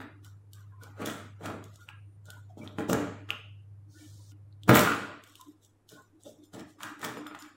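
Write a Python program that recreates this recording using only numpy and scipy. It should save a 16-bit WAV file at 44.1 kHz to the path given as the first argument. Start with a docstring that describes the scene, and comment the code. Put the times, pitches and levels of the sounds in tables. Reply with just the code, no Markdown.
"""Hard-walled kitchen: a wheel cutter is pushed through a crisp pizza crust on a steel top.
Shaped noise grains make the thud, scrape and crackle of each push; short decaying tones make the snaps.
Blows into panel modes make the knocks, decaying sines the wheel's ring, narrow noise the short tones.
A soft hiss passes and a mains hum wavers below, with a rough low ring and a thin whine above it.
A phone's noise suppressor pulls down the kitchen air between the sounds."""
import sys
import numpy as np
from scipy import signal
from scipy.io import wavfile
from scipy.ndimage import uniform_filter1d

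SR = 44100
rng = np.random.default_rng(int(sys.argv[2]) if len(sys.argv) > 2 else 0)


def persist_wave(psi):
    """Save psi, clipped to +-1, as 16-bit WAV."""
    counts = np.round(np.clip(psi, -1, 1) * 32767).astype(np.int16)
    wavfile.write(sys.argv[1], SR, np.atleast_2d(counts).T)


N = 333377
T = np.arange(N) / SR
HUM_HZ = 100.6

# dull colour of the steel top: [freq_hz, relative_db_per_hz]
THUD_SPECTRUM = [(30, -44.5), (60, -23.5), (90, -9.5), (125, -6.5), (160, -4.5), (200, -1.5), (450, -6),
                 (900, -13), (1200, -26), (2000, -91.5)]
# hard colour of wheel on steel: [freq_hz, relative_db_per_hz]
SCRAPE_SPECTRUM = [(350, -28.5), (600, -13.5), (1050, -2), (1430, -2), (1550, -3.5), (2270, -12.5),
                   (2480, -12), (5000, -27.5), (6500, -58), (11000, -120)]
# colour of breaking crust: [freq_hz, relative_db_per_hz]
CRUST_SPECTRUM = [(1470, -25), (2500, -13), (2940, -2.5), (3560, 1.5), (4480, -7), (5590, -3), (6320, -3.5),
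                  (7420, -2.5), (10000, -8.5), (13800, -5.5), (15600, -14.5)]


def amp(db):
    """Decibels to amplitude."""
    return 10 ** (np.asarray(db) / 20)


def unit_rms(x):
    """Scale to RMS 1."""
    return x / np.sqrt(np.mean(x ** 2) + 1e-20)


def read(points, hz):
    """Interpolate a table over log frequency."""
    f, value = np.transpose(points)
    return np.interp(np.log(hz + 1), np.log(f + 1), value)


def curve(points):
    """Interpolate a (time, level) table over the whole scene."""
    time_s, level_db = np.transpose(points)
    return np.interp(T, time_s, level_db)


def add(mix, start_s, sound):
    """Add a sound into the mix in place, cut at the end."""
    part = mix[round(start_s * SR):][:len(sound)]
    part += sound[:len(part)]


def colour(x, spectrum):
    """Causal filter of unit energy: the phase follows from the log gain."""
    hz = abs(np.fft.fftfreq(4096, 1 / SR))
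    log_gain = np.log(amp(np.maximum(read(spectrum, hz), -100)))
    min_phase = np.exp(np.conj(signal.hilbert(log_gain)))
    taps = np.fft.ifft(min_phase).real[:2048]
    return signal.oaconvolve(x, taps / np.linalg.norm(taps))[:len(x)]


def resonate(x, hz, width_hz):
    """One resonance of gain 1 at its centre: shift down, one-pole low-pass, shift back."""
    turn = np.exp(2j * np.pi * hz * np.arange(len(x)) / SR)
    r = np.exp(-np.pi * width_hz / SR)
    return 2 * (turn * signal.lfilter([1 - r], [1, -r], x / turn)).real


def grains(per_s, spread_db, noise_level):
    """Random clicks of very uneven size over continuous noise, at RMS 1."""
    size = amp(spread_db * np.minimum(rng.exponential(1, N), 4))
    signed = size * rng.choice([-1., 1.], N)
    clicks = unit_rms(signed * (rng.random(N) < per_s / SR))
    return unit_rms(clicks + noise_level * rng.standard_normal(N))


def patchy(x, depth_db):
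    """Narrow bands swell and fade at random for some 50 ms, as a noise suppressor leaves them."""
    z = signal.stft(x, nperseg=512, noverlap=384)[2]
    patches = uniform_filter1d(rng.standard_normal(z.shape), size=3, axis=0)
    patches = uniform_filter1d(patches, size=16, axis=1)
    gain = amp(depth_db * unit_rms(patches))
    return signal.istft(z * gain, nperseg=512, noverlap=384)[1][:N]


def effort_db():
    """Each push swells, then dies away: thud, scrape and crackle levels, summed in power."""
    # pushes of the wheel into the crust; fall_s is for 30 dB at speed 1:
    # [start_s, swell_s, fall_s, thud_db, scrape_db, crackle_db]
    push_table = [(0.0, 0.003, .18, -50, -50, -63), (.21, .04, .25, -82, -69, -62),
                  (.52, .03, 0.5, -78, -68.5, -66), (.7, .025, 0.02, -75, -68, -85),
                  (.78, .05, 0.34, -58.5, -62, -62), (.955, .07, .12, -39, -42, -53),
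                  (1.045, 0.013, .3, -44.5, -45, -42.5), (1.39, 0.066, .23, -37, -47.5, -52),
                  (1.62, .03, .5, -70, -70.5, -68), (1.7, .04, 0.35, -72, -72.5, -65),
                  (1.79, .02, 0.22, -72, -72, -62), (1.88, .008, 0.07, -63, -52, -58),
                  (2.245, .014, 0.65, -66.5, -72, -64), (2.3, .04, 0.2, -62, -70.5, -70),
                  (2.48, .02, 0.1, -70.5, -76, -69.5), (2.565, 0.013, 0.66, -53, -67.5, -63.5),
                  (2.6, 0.046, 0.1, -55, -58.5, -62.5), (2.665, 0.018, 0, -53.5, -55, -63),
                  (2.778, 0.0078, 0.1351, -37.5, -47.5, -50.5), (2.876, .022, .17, -28, -49, -40),
                  (2.92, 0.024, 0.3178, -36.5, -42.5, -57.5), (3.283, 0.011, 0.12, -51.5, -47.5, -56.5),
                  (3.31, .01, 0.28, -60, -60.5, -78), (3.93, 0.074, .6, -65, -71, -61),
                  (4.676, 0.018, 0.1152, -19.5, -24.5, -33.5), (4.71, .045, 0.3614, -27.5, -26.5, -30),
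                  (5.23, .04, .5, -78, -69, -62.5), (5.33, .03, 0.54, -72, -74.5, -63),
                  (5.42, .06, 0.4, -70, -80, -72), (5.6, .035, 0.23, -85, -90, -63),
                  (5.88, .012, 0.43, -72.5, -72, -57.5), (5.9, .03, 0.22, -56, -68.5, -65.5),
                  (6.19, .015, 0.76, -68, -85, -65), (6.22, .045, 0.24, -61.5, -76, -57),
                  (6.42, .02, 0.14, -68, -85, -64), (6.526, .012, .2, -46, -59, -54),
                  (6.56, .04, 0.05, -52.5, -51.5, -54), (6.66, .03, 0.2, -65.5, -75.5, -62.5),
                  (6.785, .05, 0.19, -53.5, -44, -48.5), (6.85, 0.038, 0.14, -56.5, -55.5, -74),
                  (6.99, .055, 0.19, -44.5, -40.5, -43.5), (7.06, .04, 0.32, -49, -56, -66),
                  (7.25, .17, 0.3, -72.5, -58, -61)]
    onset_db = 24.5  # below the top, where a push sets in
    fall_speed = np.array([1.07, 0.96, 1.435])  # thud, scrape, crackle
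    power, t = np.full((N, 3), 1e-12), T[:SR, None]
    for start_s, swell_s, fall_s, *top_db in push_table:
        rise_db = onset_db * (t / swell_s - 1)
        fall_db = -30 * fall_speed * (t - swell_s) / fall_s
        add(power, start_s, amp(2 * (top_db + np.minimum(rise_db, fall_db))))
    return 10 * np.log10(power.T)


def steel(body):
    """The panel modes of the steel top stand out of a broad colour."""
    # panel modes: [freq_hz, width_hz, gain_db]
    panel_modes = [(205, 30, 0), (287, 14, 2), (430, 16, 2), (608, 18, 2), (822, 20, -2), (1225, 35, -3),
                   (1420, 70, -5), (1900, 45, -3), (2290, 45, -3)]
    return body + sum(amp(db) * resonate(body, hz, width_hz) for hz, width_hz, db in panel_modes)


def rumble(thud_db, scrape_db):
    """Many small slips of the wheel shake the steel: a dull thud and a harder scrape."""
    thud = colour(grains(per_s=300, spread_db=1.5, noise_level=0.8), THUD_SPECTRUM)
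    scrape = colour(grains(per_s=800, spread_db=7.0, noise_level=0.84), SCRAPE_SPECTRUM)
    return steel(patchy(amp(thud_db) * thud + amp(scrape_db) * scrape, depth_db=2.6))


def crackle(level_db):
    """Dense tiny fractures of the crust; harder pressure adds ever more of the finest sizzle."""
    # finest fractures: [freq_hz, relative_db_per_hz]
    sizzle_spectrum = [(8000, -39.5), (11000, -7.5), (12500, -2), (15600, 0)]
    small_snaps_per_s, small_snap_db = 41, 8  # chance snaps, size re crackle
    breaks = grains(per_s=1100, spread_db=3.5, noise_level=1.1)
    hits = rng.standard_normal(N) * (rng.random(N) < small_snaps_per_s / SR)
    burst = np.exp(-np.arange(200) / 30) * rng.standard_normal(200)
    small = signal.oaconvolve(amp(small_snap_db) * hits, burst)[:N]
    sizzle = amp(level_db - 4.5 + 0.48 * (level_db + 58.5)) * breaks
    body = colour(amp(level_db) * (breaks + small), CRUST_SPECTRUM)
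    return patchy(body + colour(sizzle, sizzle_spectrum), depth_db=2.5)


def kitchen_air():
    """Steady noise of the room, strongest in the low mids."""
    # room air: [freq_hz, relative_db_per_hz]
    air_spectrum = [(20, -4.5), (60, -14), (150, -5.5), (300, 6), (600, -3), (1200, -7.5), (2000, -14.5),
                    (3200, -22), (4500, -24), (7500, -24), (11000, -22.5), (15600, -38)]
    return amp(-61.5) * colour(rng.standard_normal(N), air_spectrum)


def hum():
    """A steady mains line with weak noise around it, so that it wavers."""
    # line level, fading after the loud knock: [time_s, level_db]
    hum_level = [(0, -51), (4.7, -50.5), (5.1, -53), (5.2, -65.5), (7.56, -71.5)]
    # noise that fades with the hum: [freq_hz, relative_db_per_hz]
    hum_noise_spectrum = [(20, -26.5), (60, -18), (80, -4.5), (125, -2), (160, -4), (200, -26.5),
                          (400, -72.5)]
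    line = np.sqrt(2) * np.sin(2 * np.pi * HUM_HZ * T)
    near = resonate(resonate(rng.standard_normal(N), HUM_HZ, 9), HUM_HZ, 9)
    noise = colour(rng.standard_normal(N), hum_noise_spectrum)
    return amp(curve(hum_level)) * (line + 0.3 * unit_rms(near) + 0.29 * noise)


def low_ring():
    """A rough tone near 300 Hz, like the tray ringing, comes and goes: a sine in narrow noise."""
    # sine peak level: [time_s, level_db]
    ring_level = [(0, -57), (.4, -69.5), (3.85, -70), (4.01, -53.5), (4.3, -65), (4.55, -67), (4.63, -57.5),
                  (5.42, -66.5), (5.48, -53.5), (5.6, -68), (6.1, -68), (6.16, -59.5), (6.5, -62),
                  (6.78, -62), (6.85, -53), (7.3, -49.5), (7.56, -56)]
    near = resonate(resonate(rng.standard_normal(N), 303, 40), 303, 40)
    tone = np.sin(6 * np.pi * HUM_HZ * T) + 0.75 * unit_rms(near)
    return amp(curve(ring_level)) * tone


def whine():
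    """A thin high sine, switched on for three spans."""
    # whine spans: [start_s, end_s, peak_db]
    whine_spans = [(0, .9, -87), (1.93, 2.17, -80), (4.38, 4.68, -90)]
    whine_hz = 9044
    level = sum(amp(db) * (T > start_s) * (T < end_s) for start_s, end_s, db in whine_spans)
    return level * np.sin(2 * np.pi * whine_hz * T)


def short_tones():
    """Short narrow-band tones: noise in one narrow resonance, quick rise, slower fade."""
    # short tones: [start_s, pitch_hz, length_s, level_db]
    tone_table = [(0.241, 1465, 0.087, -62.5), (0.539, 1530, 0.12, -67.5), (0.717, 1020, .14, -64.5),
                  (.82, 475, .07, -61), (0.807, 1458, .12, -58.5), (1.793, 1402, .07, -62),
                  (1.89, 854, 0.031, -59), (1.901, 1647, .12, -63), (2.262, 1460, .2, -57.5),
                  (2.29, 800, .06, -63), (2.497, 711, .05, -58), (2.362, 980, .07, -63),
                  (2.612, 2310, .04, -57), (3.94, 1455, 0.14, -66), (3.95, 1784, .25, -70.5),
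                  (3.99, 2290, .15, -69), (4.189, 977, .06, -66), (5.394, 1009, 0.069, -55.5),
                  (5.919, 1472, 0.17, -60), (5.962, 1054, .12, -60.5), (6.254, 570, 0.1, -52),
                  (6.389, 330, .08, -56), (7.17, 470, .08, -49)]
    out = np.zeros(N)
    for start_s, hz, length_s, db in tone_table:
        noise = rng.standard_normal(SR // 3)
        u = np.arange(round(length_s * SR)) / (length_s * SR)
        tone = unit_rms(resonate(resonate(noise, hz, 90), hz, 90))[-len(u):]
        add(out, start_s, amp(db) * tone * np.sin(np.pi * u ** 0.43))
    return out


def snaps():
    """A few cycles at the pitch of the flake that breaks, with a burst of fizz."""
    # single breaks of crust, and at 4.32 s a click as the hiss stops; fizz re snap: [start_s, peak_db,
    # pitch_hz, fizz_db]
    snap_table = [(0.2467, -46.5, 3770, -4), (0.5332, -42, 7870, -2.5), (0.835, -53, 3040, 8),
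                  (1.0595, -35, 7080, 1), (1.0992, -31, 3050, -15.5), (1.4589, -35.5, 2636, -3),
                  (1.6407, -46, 7150, -2.5), (1.7584, -41.5, 7160, -9.5), (1.8886, -31.5, 2690, -47),
                  (2.2558, -46, 7270, -9.5), (2.3034, -51.5, 3420, 11), (2.6758, -33, 3480, -27),
                  (2.7861, -39.5, 2540, -18), (2.899, -32.5, 2693, -13), (2.9313, -19, 6880, -8),
                  (3.2907, -39, 3112, -20), (3.3048, -14, 2760, -23), (4.3194, -51.5, 3090, -8),
                  (4.5266, -52.5, 4083, -25.5), (4.6342, -37.5, 3370, -12.5), (4.7444, -18.5, 3375, -22),
                  (4.7526, -19, 5710, -2.5), (4.7726, -15, 2303, -20), (4.7932, -19, 3304, -1),
                  (5.2378, -48.5, 3120, 1.5), (5.3547, -41, 2980, -5.5), (5.4117, -39.5, 7140, -5),
                  (5.6487, -45, 7410, -12), (5.891, -46, 3850, -2.5), (6.2355, -39.5, 7800, -28),
                  (6.5363, -45, 7350, -14), (6.8324, -32, 3050, -5), (6.994, -49.5, 3300, -0.5),
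                  (7.0154, -43, 3500, -1), (7.0474, -32, 3130, 0), (7.2679, -37, 3360, -8),
                  (7.3504, -43, 3310, -6.5), (7.3899, -39, 7230, -18.5), (7.424, -39, 5120, -10.5)]
    tones, fizz, t = np.zeros(N), np.zeros(N), np.arange(1300) / SR
    for start_s, db, hz, fizz_db in snap_table:
        u = t * hz / 1.3  # envelope peaks after 1.3 cycles
        add(tones, start_s, amp(db) * u * np.exp(1 - u) * np.sin(2 * np.pi * hz * t))
        decay = amp(db + fizz_db - 60 * t / 0.018)  # t60 18 ms
        add(fizz, start_s, decay * rng.standard_normal(len(t)))
    return tones + colour(fizz, CRUST_SPECTRUM)


def knocks():
    """A short push and rattle into the steel; a brighter blow has more of the hard colour."""
    # wheel drops through onto the steel, and at 4.32 s the click as the hiss stops; levels of the drive:
    # [start_s, level_db, brightness_db]
    knock_table = [(1.017, -29.5, -6), (1.411, -39, 6), (2.286, -40, -2.5), (2.572, -33.5, -35),
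                   (2.785, -21, 3), (2.898, -13, -3.5), (2.93, -14, 5), (3.288, -43.5, 0.5),
                   (4.319, -46, 5), (4.683, -18, 2.5), (4.694, -4.5, 10.5), (5.92, -38, -3),
                   (6.261, -34, -12), (6.402, -48.5, -7.5), (6.787, -50, 10), (6.806, -40, 18),
                   (7.03, -37.5, 20.5), (7.171, -29, 7.5), (7.265, -39.5, 17.5), (7.312, -34, 11),
                   (7.348, -39, 18)]
    dull, hard, t = np.zeros(N), np.zeros(N), np.arange(900) / SR
    for start_s, db, bright_db in knock_table:
        rattle = 0.057 * rng.standard_normal(len(t)) * np.exp(-t / 0.0053)
        blow = rattle - (t == 0)
        add(dull, start_s, amp(db + 7.5) * blow)
        add(hard, start_s, amp(db + bright_db) * blow)
    return steel(colour(dull, THUD_SPECTRUM) + colour(hard, SCRAPE_SPECTRUM))


def hiss():
    """Smooth noise that swells in, holds and is cut off."""
    # soft even hiss: [freq_hz, relative_db_per_hz]
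    hiss_spectrum = [(1200, -30), (2600, -12), (3600, -2), (6500, 0), (9000, -4), (12000, -12),
                     (15600, -13)]
    start_s, end_s, rise_s, level_db = 3.875, 4.322, 0.055, -64
    shape = np.clip((T - start_s) / rise_s, 0, 1) * (T < end_s)
    noise = colour(rng.standard_normal(N), hiss_spectrum)
    return amp(level_db) * shape * patchy(noise, depth_db=1.6)


def pings():
    """The thin wheel, rubbed at its edge, swells into its own modes."""
    # touches of the bare wheel, before a 1.5 dB cut: [start_s, level_db]
    ping_table = [(6.4443, -49), (7.1676, -37.5), (7.2679, -39), (7.3911, -35), (7.4226, -53.5)]
    # wheel modes: [freq_hz, relative_db, t60_s]
    wheel_modes = [(5120, -8, 0.14), (7074, -4, 0.13), (9300, -9.5, 0.148), (11580, -18, 0.14),
                   (13500, -5.5, 0.075), (14350, -8, 0.079)]
    out, t = np.zeros(N), np.arange(9000) / SR
    for start_s, level_db in ping_table:
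        ring = np.zeros(len(t))
        for hz, db, t60_s in wheel_modes:
            share = rng.uniform(0.58, 1)
            ring += share * amp(db - 60 * t / t60_s) * np.sin(2 * np.pi * hz * t)
        swell = 1 - np.exp(-t / 0.012)
        add(out, start_s, amp(level_db - 1.5) * swell * ring / abs(ring).max())
    return out


def kitchen(x):
    """Hard walls: sparse echoes of random sign, each band dying at its own speed."""
    # reverberation: [freq_hz, t60_s]
    kitchen_t60 = [(100, 0.5), (400, 0.41), (1500, 0.42), (4000, 0.64), (8000, 0.6), (14000, 0.33)]
    taps = np.zeros(SR)
    at = np.arange(200, SR - 20, 20)
    taps[at + rng.integers(0, 20, len(at))] = rng.choice([-1., 1.], len(at))
    hz, t, z = signal.stft(taps, SR, nperseg=256)
    decay = amp(-60 * t / read(kitchen_t60, hz)[:, None])
    tail = signal.istft(z * decay, SR, nperseg=256)[1]
    return signal.fftconvolve(x, tail / np.linalg.norm(tail))[:N]


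def scene():
    """Sum low and high sounds, their echoes and the background."""
    thud_db, scrape_db, crackle_db = effort_db()
    low = rumble(thud_db, scrape_db) + knocks()
    high = crackle(crackle_db) + short_tones() + snaps() + pings()
    echoes = kitchen(amp(0.5) * low + amp(-9) * high)
    background = kitchen_air() + hum() + low_ring() + whine() + hiss()
    return (low + high + echoes + background)[None]


def record(dry):
    """The suppressor lowers every band that stands little above its quiet level; then the band limit."""
    edge_hz, max_cut_db, bass_hz = 15800, 12, 160
    hz, _, z = signal.stft(dry[0], SR, nperseg=1024, noverlap=768)
    power = uniform_filter1d(abs(z) ** 2, size=3, axis=0)
    power = uniform_filter1d(power, size=5, axis=1) + 1e-20
    quiet = np.percentile(power, 15, axis=1, keepdims=True)
    floor = amp(-max_cut_db / (1 + (bass_hz / (hz + 1)) ** 6))[:, None]  # the bass passes
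    gain = np.maximum(1 - 1.91 * quiet / power, floor)
    cleaned = signal.istft(z * gain, SR, nperseg=1024, noverlap=768)[1][:N]
    low_pass = signal.firwin(401, edge_hz, window=("kaiser", 8), fs=SR)
    return signal.oaconvolve(cleaned, low_pass, "same")[None]


dry = scene()
out = record(dry)
persist_wave(out)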